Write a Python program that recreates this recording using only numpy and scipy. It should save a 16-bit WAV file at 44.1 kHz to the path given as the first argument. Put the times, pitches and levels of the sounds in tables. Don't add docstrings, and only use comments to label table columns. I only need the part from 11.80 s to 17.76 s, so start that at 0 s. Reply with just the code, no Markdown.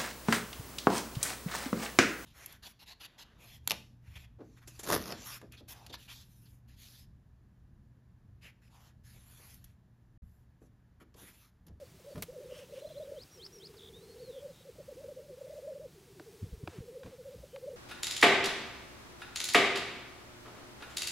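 import sys
import numpy as np
from scipy import signal
from scipy.fft import rfft, irfft, next_fast_len
from scipy.io import wavfile
from scipy.ndimage import uniform_filter1d, map_coordinates

SR = 44100
rng = np.random.default_rng(int(sys.argv[2]) if len(sys.argv) > 2 else 0)


def output_pcm(signal):
    pcm = np.clip(np.atleast_2d(signal).T, -1, 1) * 32767
    wavfile.write(sys.argv[1], SR, np.round(pcm).astype(np.int16))


def gain_from_decibels(decibels):
    exponent = np.asarray(decibels, float) / 20
    return 10 ** exponent


N = 262836
TIME = np.arange(N) / SR

# centre_s, peak_db, pitch_hz
CROWNS = [
    (.03, -44.5, 536.4),
    (2.432, -44.5, 458),
    (2.506, -39.5, 470.4),
    (2.584, -39, 496),
    (2.663, -40, 526),
    (2.706, -45.5, 537),
    (5.173, -39.5, 474),
    (5.228, -44.5, 506),
    (5.488, -41, 515),
]
# centre_s from cue, peak_db, half_ms, pitch_hz, glide_hz_per_ms
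HIC = [
    (0, -49, 12, 570, 3),
    (.025, -43.5, 7, 495, -8),
]
TOK = [
    (0, -45, 5.3, 493, -16),
    (.019, -45.5, 8.3, 567, -5.5),
]
# top_s from cue, level_db, top_hz, rise_ms, fall_ms
PAIR = [
    (.011, -40.5, 593, 29, 31.3),
]
BURBLE = [(.002, -44, 536.5, 30, 18.5), (.035, -41, 648, 28, 31.9), (.07, -40, 503, 11.03, 18),
          (.113, -41.5, 602.6, 32, 29.7), (.186, -43.5, 532.5, 20, 29.7), (.201, -42.5, 625, 14, 22),
          (.257, -49, 608, 42, 31.4), (.301, -45, 585.5, 14, 39.3)]
TUMBLE = [(.021, -42, 586, 10.07, 22.3), (.066, -42, 536, 26, 15), (.082, -47.5, 613, 8, 19.4),
          (.133, -41, 649.5, 30, 29)]
CLOSE = [(.002, -40.5, 578, 42, 25.3), (.115, -41, 591, 24.7, 21), (.173, -39, 628, 34, 47)]
SWELL = [
    (.038, -38.5, 635, 28, 32),
    (-.067, -45, 645, 11, 24.7),
]
ASIDE = [(.895, -50, 590, 7.96, 23), (3.596, -44, 565, 30, 3.7), (3.766, -41.5, 600, 24, 37.6),
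         (0.88, -52, 545, 13.4, 26), (1.318, -42.5, 575, 9, 31.1), (.672, -46, 524, 22, 21),
         (3.535, -44, 505, 21.9, 25), (3.8, -53.5, 760, 21, 17), (.497, -43.5, 511, 18.4, 9.3),
         (0.745, -50, 500, 18, 16), (0.92, -46, 473, 14.2, 17), (3.925, -36, 540, 12.17, 21.3),
         (.52, -48, 530, 18, 25), (3.51, -44, 379, 14, 14), (5.765, -40, 565, 40, 28),
         (5.846, -41, 525, 38, 24), (5.882, -40, 590, 26, 16), (5.922, -41, 550, 30, 12),
         (5.945, -41.5, 490, 18, 30)]


def unit(x):
    return x / np.sqrt(np.mean(x ** 2) + 1e-20)


def filtered(x, response):
    m = next_fast_len(len(x) + 8192)
    freq_hz = np.fft.rfftfreq(m, 1 / SR)
    return irfft(rfft(x, m) * response(freq_hz), m)[:len(x)]


def noise(spectrum, count=N):
    f, db = np.transpose(spectrum)
    white = rng.standard_normal(count)
    return unit(filtered(white, lambda hz: gain_from_decibels(np.interp(np.log(hz + 1), np.log(f), db))))


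def wobble(rate):
    knots = rng.standard_normal(int(N * rate / SR) + 4)
    return map_coordinates(knots, [TIME * rate])


def bells(events, half_ms):
    return sum(db * np.exp(-((TIME - s) * 1000 / half_ms) ** 2 / 2) for s, db in events)


def chirps(rows, arch, skew, scatter=1):
    out = np.zeros(N)
    phases = scatter * rng.random(len(rows))
    for (s, db, ms, hz, glide), phase in zip(rows, phases):
        reach_s = ms / 200
        span = slice(max(round((s - reach_s) * SR), 0), round((s + reach_s) * SR))
        t_ms = (TIME[span] - s) * 1000
        turns = (hz * t_ms + glide * t_ms ** 2 / 2 - arch * t_ms ** 3 / 3) / 1000
        width_ms = ms * (1 - skew * np.sign(t_ms))
        swell = np.exp(-(t_ms / width_ms) ** 2 / 2)
        out[span] += gain_from_decibels(db) * swell * np.cos(2 * np.pi * (turns + phase))
    return out


def echoes(x, t60, wet_db):
    t = np.arange(SR // 2) / SR
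    tail = rng.standard_normal(len(t)) * gain_from_decibels(-60 * t / t60) * (t > .004)
    tail /= np.linalg.norm(tail)
    return x + gain_from_decibels(wet_db) * signal.fftconvolve(x, tail)[:N]


def grouse():
    # centre_hz, width_hz
    sac = (360, 780)
    # centre_s, gain_db
    pushes = [(0.45, 8.0), (0.66, 6.5), (0.725, 5.3), (0.985, 6.0), (1.03, 4), (1.053, 8.0), (1.172, 4.3),
              (1.319, 5.2), (1.61, 6), (1.791, 8.5), (1.925, 7), (1.99, 7), (2.406, 5.5), (2.445, 7),
              (2.605, 8), (2.628, 6), (2.903, 4), (3.095, 7), (3.133, 8.5), (3.293, 5.5), (3.334, 8.0),
              (3.354, 8.0), (3.498, 5), (3.671, 7.5), (3.686, 9), (3.71, 5.8), (3.727, 7), (3.769, 4.5),
              (3.853, 4), (3.962, 4.5), (3.993, 8.0), (4.291, 8.0), (4.897, 8.0), (5.003, 10), (5.086, 4.8),
              (5.457, 7.5), (5.625, 8.0), (5.75, 4.5), (5.799, 8.0), (5.843, 5), (5.881, 8.0), (5.89, 8.0),
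              (5.917, 4), (5.937, 5)]
    # centre_s, loss_db
    dips = [(0.054, 9.4), (0.151, 14.0), (0.256, 6.3), (0.31, 5), (0.512, 10), (0.524, 9), (0.579, 8.6),
            (0.682, 8.2), (0.75, 11), (0.88, 13.5), (0.916, 7.3), (0.959, 7), (1.002, 7.7), (1.088, 7.8),
            (1.15, 12.1), (1.331, 7), (1.408, 11.2), (2.196, 5), (2.33, 7), (2.459, 9.9), (2.591, 5.3),
            (2.674, 4), (2.844, 8.9), (2.865, 5), (2.982, 6.9), (3.08, 7.0), (3.271, 12), (3.365, 5.1),
            (3.466, 7), (3.486, 5), (3.553, 9.0), (3.604, 15), (3.638, 6), (3.749, 5), (3.802, 5),
            (3.824, 4), (3.873, 4), (3.937, 7.6), (4.087, 10.5), (4.247, 13.6), (4.445, 14),
            (4.509, 8.6), (5.141, 6), (5.277, 7.8), (5.379, 8.4), (5.439, 13), (5.733, 4), (5.822, 8.3)]
    crown_rows = [(s, db, 12.2, hz, -4.5) for s, db, hz in CROWNS]
    voice = chirps(crown_rows, arch=0.08, skew=0.43) + coos()
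    voice += chirps(bubble_rows(), arch=0.075, skew=0.15)
    voice += chirps(roll_rows(), arch=0.0047, skew=-0.051)
    voice *= gain_from_decibels(0.84 * wobble(90))
    voice *= gain_from_decibels(bells(pushes, half_ms=4.1) - bells(dips, half_ms=4.1))

    def sac_response(f):
        centre_hz, width_hz = sac
        detune = (f * f - centre_hz * centre_hz) / (f * width_hz + 1)
        return 1 / np.sqrt(1 + detune ** 6 + (f / 690) ** 16)

    return echoes(filtered(voice, sac_response), 0.17, wet_db=-13.5)


def coos():
    # run, cues (start_s, level_db), favoured_hz, favour_db
    coo_runs = [
        (PAIR, [(3.092, -1)], 482, 10.4),
        (BURBLE, [(.51, -3.5), (3.19, -1.5)], 504, 5.5),
        (TUMBLE, [(.909, -2), (3.587, -1)], 517, 6),
        (CLOSE, [(1.177, -3), (3.853, -3)], 522, 5.5),
        (SWELL, [(1.175, -1), (3.853, -0.5)], 600, 2.5),
        (ASIDE, [(0.00041, -3)], 508, 3.3),
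        (SWELL[1:], [(1.141, -1.5)], 620, 4),
    ]
    # centre_s, gain_db
    pops = [(.568, 5), (.616, 0), (0.58, 5), (0.8, 1), (.939, 4.5), (1.297, 4), (3.09, 4.5), (2.8, 6),
            (3.248, 4.5), (3.288, 4), (3.375, 4.5), (3.617, 6.5), (3.786, 3), (3.88, 4.5), (4.0, 1.5),
            (.588, 2.5), (1.181, 6), (1.025, 3), (1.322, 3.5), (1.077, 3), (1.112, 3), (.978, 2.5),
            (3.737, 1.5), (4.06, 3), (1.383, 1.5), (.826, 3)]
    foot_hz, favour_width_hz, edge_ms = 392, 100, 10
    out = np.zeros(N)
    for shape, cues, favoured_hz, favour_db in coo_runs:
        for cue, level in cues:
            for s, db, top_hz, rise_ms, fall_ms in shape:
                top_s = cue + s
                span = slice(round((top_s - rise_ms / 1000) * SR), round((top_s + fall_ms / 1000) * SR))
                t_ms = (TIME[span] - top_s) * 1000
                bend = (t_ms / np.where(t_ms < 0, rise_ms, fall_ms)) ** 2
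                hz = top_hz - (top_hz - foot_hz) * bend
                to_end_ms = np.minimum(t_ms + rise_ms, fall_ms - t_ms)
                edge = np.sin(np.pi / 2 * np.clip(to_end_ms / edge_ms, 0, 1)) ** 2
                off_db = favour_db * ((hz - favoured_hz) / favour_width_hz) ** 2
                phase = np.cumsum(hz) / SR + rng.random()
                out[span] += edge * gain_from_decibels(db + level - off_db) * np.sin(2 * np.pi * phase)
    return out * gain_from_decibels(bells(pops, half_ms=3.6))


def bubble_rows():
    # (start_s, level_db)
    verses = [
        (HIC, [(2.868, 0.5), (5.523, -0.2)]),
        (TOK, [(.31, 0.5), (2.989, 1.7), (5.636, -9.5)]),
    ]
    # centre_s, peak_db, half_ms, pitch_hz, glide_hz_per_ms
    single_bubbles = [(.203, -56, 8.1, 520, -13), (0.26, -48.5, 5.9, 468, -2), (.382, -46.5, 9.2, 612, 1.5),
                      (2.812, -56, 4, 510, -16), (2.965, -58, 6.2, 647, 10), (5.59, -53.5, 4.1, 520, -12),
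                      (.252, -53, 6.5, 523, 0), (.286, -44.5, 13.4, 576, -0.5), (5.641, -41, 2.8, 525, -18),
                      (3.16, -52.5, 4.5, 330, 8), (1.2, -53, 4.7, 480, -2), (.512, -50, 6, 577, 3),
                      (.537, -49, 4, 430, -10), (.546, -50, 7, 632, -1), (.612, -47, 4.7, 422, 7),
                      (.649, -47, 4.3, 423, -10), (.688, -49.5, 5, 400, 7), (.728, -47, 4, 460, -17),
                      (.773, -49, 5, 600, -4), (.794, -46, 5, 490, -4), (.912, -52, 4, 420, -12),
                      (.987, -47.5, 6, 520, -5), (1.014, -49.5, 4.6, 447, 12), (1.052, -48, 5.5, 595, -5),
                      (1.257, -47.5, 10, 540, -3), (3.673, -49, 4.3, 595, -5), (4.464, -55, 5.5, 440, -6),
                      (5.07, -53, 7, 493, -1)]
    rows = [(cue + s, db + level, *rest)
            for shape, cues in verses for cue, level in cues for s, db, *rest in shape]
    pickups = [(s - 0.035, db - 11, 14.4, hz + 35, -1.8) for s, db, hz in CROWNS]
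    return rows + pickups + single_bubbles


def roll_rows():
    # first_s, period_s, first_db, first_hz, climb_hz per beat
    even_roll = [
        (1.774, .0662, -52, 438, 2.6),
        (1.8, .0662, -56.5, 384, 3.5),
        (1.821, .066, -55, 400, 4),
    ]
    # centre_s, peak_db, pitch_hz
    uneven_beats = [(1.566, -59, 390), (1.594, -53.5, 476), (1.617, -56, 385), (1.65, -56.5, 396),
                    (1.687, -58, 382), (1.724, -60, 393), (1.75, -56, 434), (4.172, -54, 403),
                    (4.196, -63, 370), (4.228, -58.5, 384), (4.286, -57.5, 450), (4.307, -53, 411),
                    (4.37, -54, 390), (4.425, -53, 413), (4.488, -47.5, 425), (4.55, -51.5, 435),
                    (4.614, -51.5, 414), (4.67, -54, 456), (4.746, -51.5, 443), (4.82, -48.5, 410),
                    (4.869, -53.5, 439), (4.939, -54, 482), (4.966, -50, 406), (5.031, -47.5, 452),
                    (5.097, -45, 466), (5.275, -48, 487), (5.338, -48, 505), (5.404, -44.5, 500)]
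    beats, end_s, swell_db = 10, 2.39, 0.0617
    half_ms, glides = (9, 8, 7), (-4, -2.2, -2.5)
    rows = []
    for (first_s, period_s, db, hz, climb_hz), ms, glide in zip(even_roll, half_ms, glides):
        for k in range(beats):
            s = first_s + k * period_s
            if s < end_s:
                rows.append((s, db + swell_db * k * k + rng.normal(0, 0.45), ms, hz + climb_hz * k, glide))
    return rows + [(s, db, 14.3, hz, -2.9) for s, db, hz in uneven_beats]


def songbird():
    # time_s from cue, pitch_hz, level_db
    rise_shape = [(-.072, 3230, -25), (-.064, 3110, -4), (-.05, 3190, -2), (-.029, 4150, 2),
                  (-.014, 4560, 5), (-.005, 5250, 8), (0, 5850, -6), (.005, 5200, 13), (.012, 2800, -18)]
    high_shape = [(-.015, 5460, -38), (-.008, 5410, -6), (0, 5820, -3), (.015, 5770, -1.5), (.028, 5590, 0),
                  (.04, 5540, -4), (.047, 6050, -14)]
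    flat_shape = [(-.003, 3820, -25), (.002, 4000, -4), (.01, 4080, 0), (.018, 4110, -1), (.024, 4080, -25)]
    # start_s, level_db, stretch of the pitch range above the foot
    rise_cues = [
        (1.43, -58.5, 0.89),
        (1.66, -53, 0.98),
        (1.866, -55.5, 0.9),
    ]
    high_cues = [
        (1.521, -57.5, 1.),
        (1.732, -54.5, 1.01),
    ]
    flat_cues = [
        (.903, -66, 1.),
        (.955, -66, 1.),
        (1.007, -60, 1.),
        (1.062, -57, 1.),
        (1.116, -59.5, 1.),
        (1.172, -56.5, 1.),
    ]
    # time_s, pitch_hz, level_db
    slur_up = [(2.128, 3170, -77), (2.137, 3450, -57), (2.153, 3660, -56), (2.185, 3770, -62),
               (2.211, 3900, -72), (2.226, 4090, -62), (2.265, 4250, -73), (2.31, 4320, -60),
               (2.36, 4300, -76)]
    slur_down = [(2.383, 3550, -68), (2.4, 4320, -61), (2.42, 4560, -66), (2.444, 4350, -59.5),
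                 (2.481, 4120, -63), (2.52, 3640, -63), (2.564, 3350, -61), (2.61, 3200, -62.5),
                 (2.628, 3270, -89)]
    # centre_s, peak_db, half_ms, pitch_hz, glide_hz_per_ms
    chip_rows = [(1.204, -64, 3.5, 3550, -71), (1.215, -62, 3, 3380, -50), (1.226, -57, 2.6, 3620, -34),
                 (1.237, -59, 4, 3900, 10), (1.576, -57, 2.5, 5500, -110), (1.582, -57, 3.5, 5150, -10),
                 (1.788, -52.5, 2.5, 5460, -110), (1.797, -63, 3, 5300, 20), (1.671, -54, 2.4, 5300, 5),
                 (1.972, -57, 3, 4800, -96), (1.984, -56, 3.6, 3980, -110), (.638, -66, 4, 3850, -10),
                 (.654, -65, 4, 3750, -10), (.675, -69, 5, 3450, -20), (.692, -72, 3.7, 3000, -20),
                 (1.26, -65, 3.3, 3270, -40), (1.272, -68, 3, 3020, -20), (.06, -68, 9, 4550, -8),
                 (.11, -71, 9, 4580, -5), (.325, -64, 12, 4520, -7.5), (2.708, -69, 7, 4130, -15),
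                 (5.702, -70, 6, 3050, 2), (5.725, -66, 4.5, 3050, 5), (5.745, -63.5, 7.7, 3070, 1),
                 (5.874, -65, 1.6, 4520, -40), (5.889, -67, 1.6, 4020, -40), (5.905, -63, 1.8, 2910, 60)]
    # before_s, level_db, pitch_hz, glide_hz_per_ms
    lead_in = [
        (.025, -1, 3450, -120),
        (.015, -1, 3370, -90),
        (.005, 1, 3600, -110),
    ]
    # first_s, chip_count, level_db, pitch_hz, glide_hz_per_ms
    trill_runs = [
        (1.996, 8, -51, 3520, -95),
        (2.734, 8, -62.5, 3750, -45),
        (2.739, 8, -68, 3250, -90),
    ]

    s, hz, db = np.transpose(slur_up)
    out = whistle(s, hz, db, 40 + 0 * s)
    s, hz, db = np.transpose(slur_down)
    out += whistle(s, hz, db, .15 * (4750 - hz))
    for shape, cues, overtone_db in ((rise_shape, rise_cues, -27), (high_shape, high_cues, -15),
                                     (flat_shape, flat_cues, -24)):
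        s, hz, db = np.transpose(shape)
        foot_hz = hz[1]
        for cue, level, stretch in cues:
            out += whistle(s + cue, foot_hz + (hz - foot_hz) * stretch, db + level, 0 * s, overtone_db)
    leads = [(cue - before, -57 - 3.5 * max(4 - k, 0) + db, 2.4, hz, glide)
             for k, (cue, *_) in enumerate(flat_cues) for before, db, hz, glide in lead_in]
    trill_period_s, trill_half_ms = .01325, 2.7
    trills = [(s + k * trill_period_s, db + rng.normal(0, 1), trill_half_ms, hz, glide)
              for s, count, db, hz, glide in trill_runs for k in range(round(count))]
    out += chirps(chip_rows + leads + trills, arch=0, skew=0)
    return echoes(out, .12, wet_db=-14)


def whistle(s, hz, db, quaver, overtone_db=-24):
    span = slice(round(s[0] * SR), round(s[-1] * SR))
    t, out = TIME[span], np.zeros(N)
    beat = np.sin(2 * np.pi * 140 * t)
    pitch_hz = np.interp(t, s, hz) + np.interp(t, s, quaver) * beat
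    phase = 2 * np.pi * np.cumsum(pitch_hz) / SR
    tone = np.sin(phase) + gain_from_decibels(overtone_db) * np.sin(2 * phase)
    out[span] = gain_from_decibels(np.interp(t, s, db) + 1.4 * beat) * tone
    return out


def clicks():
    # start_s, peak_db, t60_s, brightness 0-1 (over 1: tiniest ticks)
    click_rows = [(0.356, -49, 0.12, 0.24), (0.379, -47, 0.052, 0.43), (0.4226, -28.5, 0.044, 0.72),
                  (0.432, -41, 0.029, 0.8), (1.095, -55, .02, 0.74), (4.397, -45, 0.022, 0.08),
                  (4.875, -31.5, 0.017, 0.05), (5.233, -44.5, 0.026, 0.1), (5.261, -47.5, 0.026, 0.16),
                  (5.267, -56, .06, 0.2), (5.761, -41.5, 0.021, 0.05), (.833, -66, .02, 1.3),
                  (1.662, -51, 0.032, 0.34), (1.94, -55, 0.052, 0.18), (3.24, -58, .02, .1)]
    # freq_hz, level_db_per_hz
    dull_spectrum = [(250, -7), (500, 0), (1300, 4.5), (2400, -7), (4650, -12), (6000, -18.5), (7500, -36)]
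    sharp_spectrum = [(410, -35), (700, -19), (1960, -3), (2480, -0.5), (8560, -6.5), (11700, -0.5),
                      (15800, -10)]
    # freq_hz, level_db
    shell_modes = [(1250, -3), (2400, -1), (3750, -3), (4600, -12)]
    shell_db, shell_t60_s, attack_s = -3, 0.021, 0.00043
    out, t = np.zeros(N + SR), np.arange(SR // 8) / SR
    for s, db, t60, bright in click_rows:
        dull = np.clip(1 - bright, 0, 1) * noise(dull_spectrum, count=len(t))
        ring = sum(gain_from_decibels(level + rng.normal(0, 1.8)) * np.sin(2 * np.pi * hz * t) for hz, level in shell_modes)
        dull += np.clip(1 - 2 * bright, 0, 1) * gain_from_decibels(shell_db - 60 * t / shell_t60_s) * ring
        sharp = bright * noise(sharp_spectrum, count=len(t))
        if bright > 1:
            sharp = unit(np.diff(sharp, 3, prepend=[0, 0, 0]))
        envelope = gain_from_decibels(db - 60 * t / t60) * (1 - np.exp(-t / attack_s))
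        out[round(s * SR):][:len(t)] += envelope * (dull + sharp)
    return out[:N]


def knocks():
    # centre_s, peak_db, pitch_hz, half_ms
    knock_rows = [(.378, -38.5, 159, 6.2), (0.508, -54, 45, 6.7), (4.405, -44, 320, 3.9),
                  (4.631, -34.5, 98, 9.9), (4.643, -39.5, 113, 3.5), (4.668, -47, 70, 8.7),
                  (4.687, -49, 75, 10), (4.734, -33.5, 61, 7.1), (4.78, -47.5, 79.5, 6),
                  (4.837, -31.5, 125, 3.4), (4.885, -45.5, 88, 14), (4.882, -40.5, 325, 4.8),
                  (4.987, -35, 140, 3.9), (5.008, -38, 89, 3.2), (5.56, -48.5, 95, 9.6),
                  (5.577, -51, 108, 3.4), (5.602, -50, 59.4, 21)]
    pushes = [(s, db, ms, hz, 0) for s, db, hz, ms in knock_rows]
    edges = [(s, db - 3.5, 0.33 * ms, 1.97 * hz, 0) for s, db, hz, ms in knock_rows]
    return (chirps(pushes, arch=0, skew=-0.22, scatter=0.59)
            + chirps(edges, arch=0, skew=-0.057, scatter=0.23))


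def rubbing():
    # time_s, level_db
    rub = [
        [(.69, -66), (.72, -61.5), (.79, -57), (.84, -63), (.87, -75)],
        [(.92, -72), (.95, -64), (.995, -60), (1.008, -64)],
    ]
    zip_strokes = [
        [(.76, -72), (.785, -63), (.81, -69), (.825, -74)],
        [(.93, -70), (.975, -65), (1.0, -61.5), (1.008, -72)],
    ]
    drag = [
        [(4.89, -61), (4.97, -59.5), (5.03, -72)],
        [(5.235, -62), (5.28, -64), (5.37, -68)],
    ]
    scuff = [
        [(.352, -44), (.378, -45), (.41, -49.5), (.445, -49.5)],
        [(5.24, -58.5), (5.265, -46), (5.32, -65)],
    ]
    # freq_hz, level_db_per_hz
    nylon = [(530, -40), (900, -8.5), (2210, -8.5), (2850, 1.5), (3900, -15), (5910, -11.5), (6990, -19.5),
             (13800, -24), (15800, -33)]
    taut = [(2500, -32), (3350, 5), (4200, -17), (5800, -2), (7000, -8), (12000, -8), (15800, -20)]
    felt = [(400, -9), (700, -6.5), (2300, -10.5), (9000, -22), (12000, -41)]
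    housing = [(20, -5), (130, -1), (330, -5), (700, -17.5), (2000, -59)]
    return (cloth(rub, nylon, grain_db=2.0) + cloth(zip_strokes, taut, grain_db=2.5)
            + cloth(drag, felt, grain_db=0.0) + cloth(scuff, housing, grain_db=0.0))


def cloth(strokes, spectrum, grain_db):
    grains = unit(noise(spectrum) * gain_from_decibels(grain_db * wobble(250)))
    swell = sum(gain_from_decibels(np.interp(TIME, *np.transpose(rows), left=-120, right=-120)) for rows in strokes)
    return uniform_filter1d(swell, size=600) * grains


def floor():
    # time_s, rumble_db, hiss_db
    floor_levels = [
        (0.0, -61.5, -67.5),
        (5.76, -64, -68.5),
        (5.96, -65, -68),
    ]
    # freq_hz, level_db_per_hz
    rumble_spectrum = [(12, -53), (20, -16.5), (58, -3), (128, -2), (168, 1), (211, -8.5), (300, -13.5),
                       (390, -9), (660, -120)]
    hiss_spectrum = [(150, -48), (250, -1.5), (1090, -9), (1210, -9.5), (1650, -10.5), (5000, -11.5),
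                     (15700, -18)]
    s, rumble_db, hiss_db = np.transpose(floor_levels)
    rumble = gain_from_decibels(np.interp(TIME, s, rumble_db) + 1.0) * noise(rumble_spectrum)
    rumble *= gain_from_decibels(1.1 * wobble(4) + 1.2 * wobble(14))
    hiss = gain_from_decibels(np.interp(TIME, s, hiss_db) + 5.5 + 0.69 * wobble(6)) * noise(hiss_spectrum)
    return rumble + hiss


def scene():
    near = clicks() + knocks() + rubbing()
    mono = grouse() + songbird() + near + floor()
    return np.array([mono, mono])


def low_pass(x):
    return signal.sosfilt(signal.butter(12, 16530, fs=SR, output="sos"), x)


def record(dry):
    top_hz, side_from_hz, side_db = 15820, 4000, -9
    mono = filtered(dry[0], lambda hz: hz < top_hz)
    hz, _, z = signal.stft(mono, SR, nperseg=2048)
    chosen = np.repeat(rng.random((15, z.shape[1])) < .055, 70, axis=0)[:len(hz)]
    treble = (hz > side_from_hz)[:, None]
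    side = gain_from_decibels(side_db) * signal.istft(1j * z * chosen * treble, SR, nperseg=2048)[1][:N]
    return low_pass(mono + np.array([side, -side]))


dry = scene()
out = record(dry)
output_pcm(out)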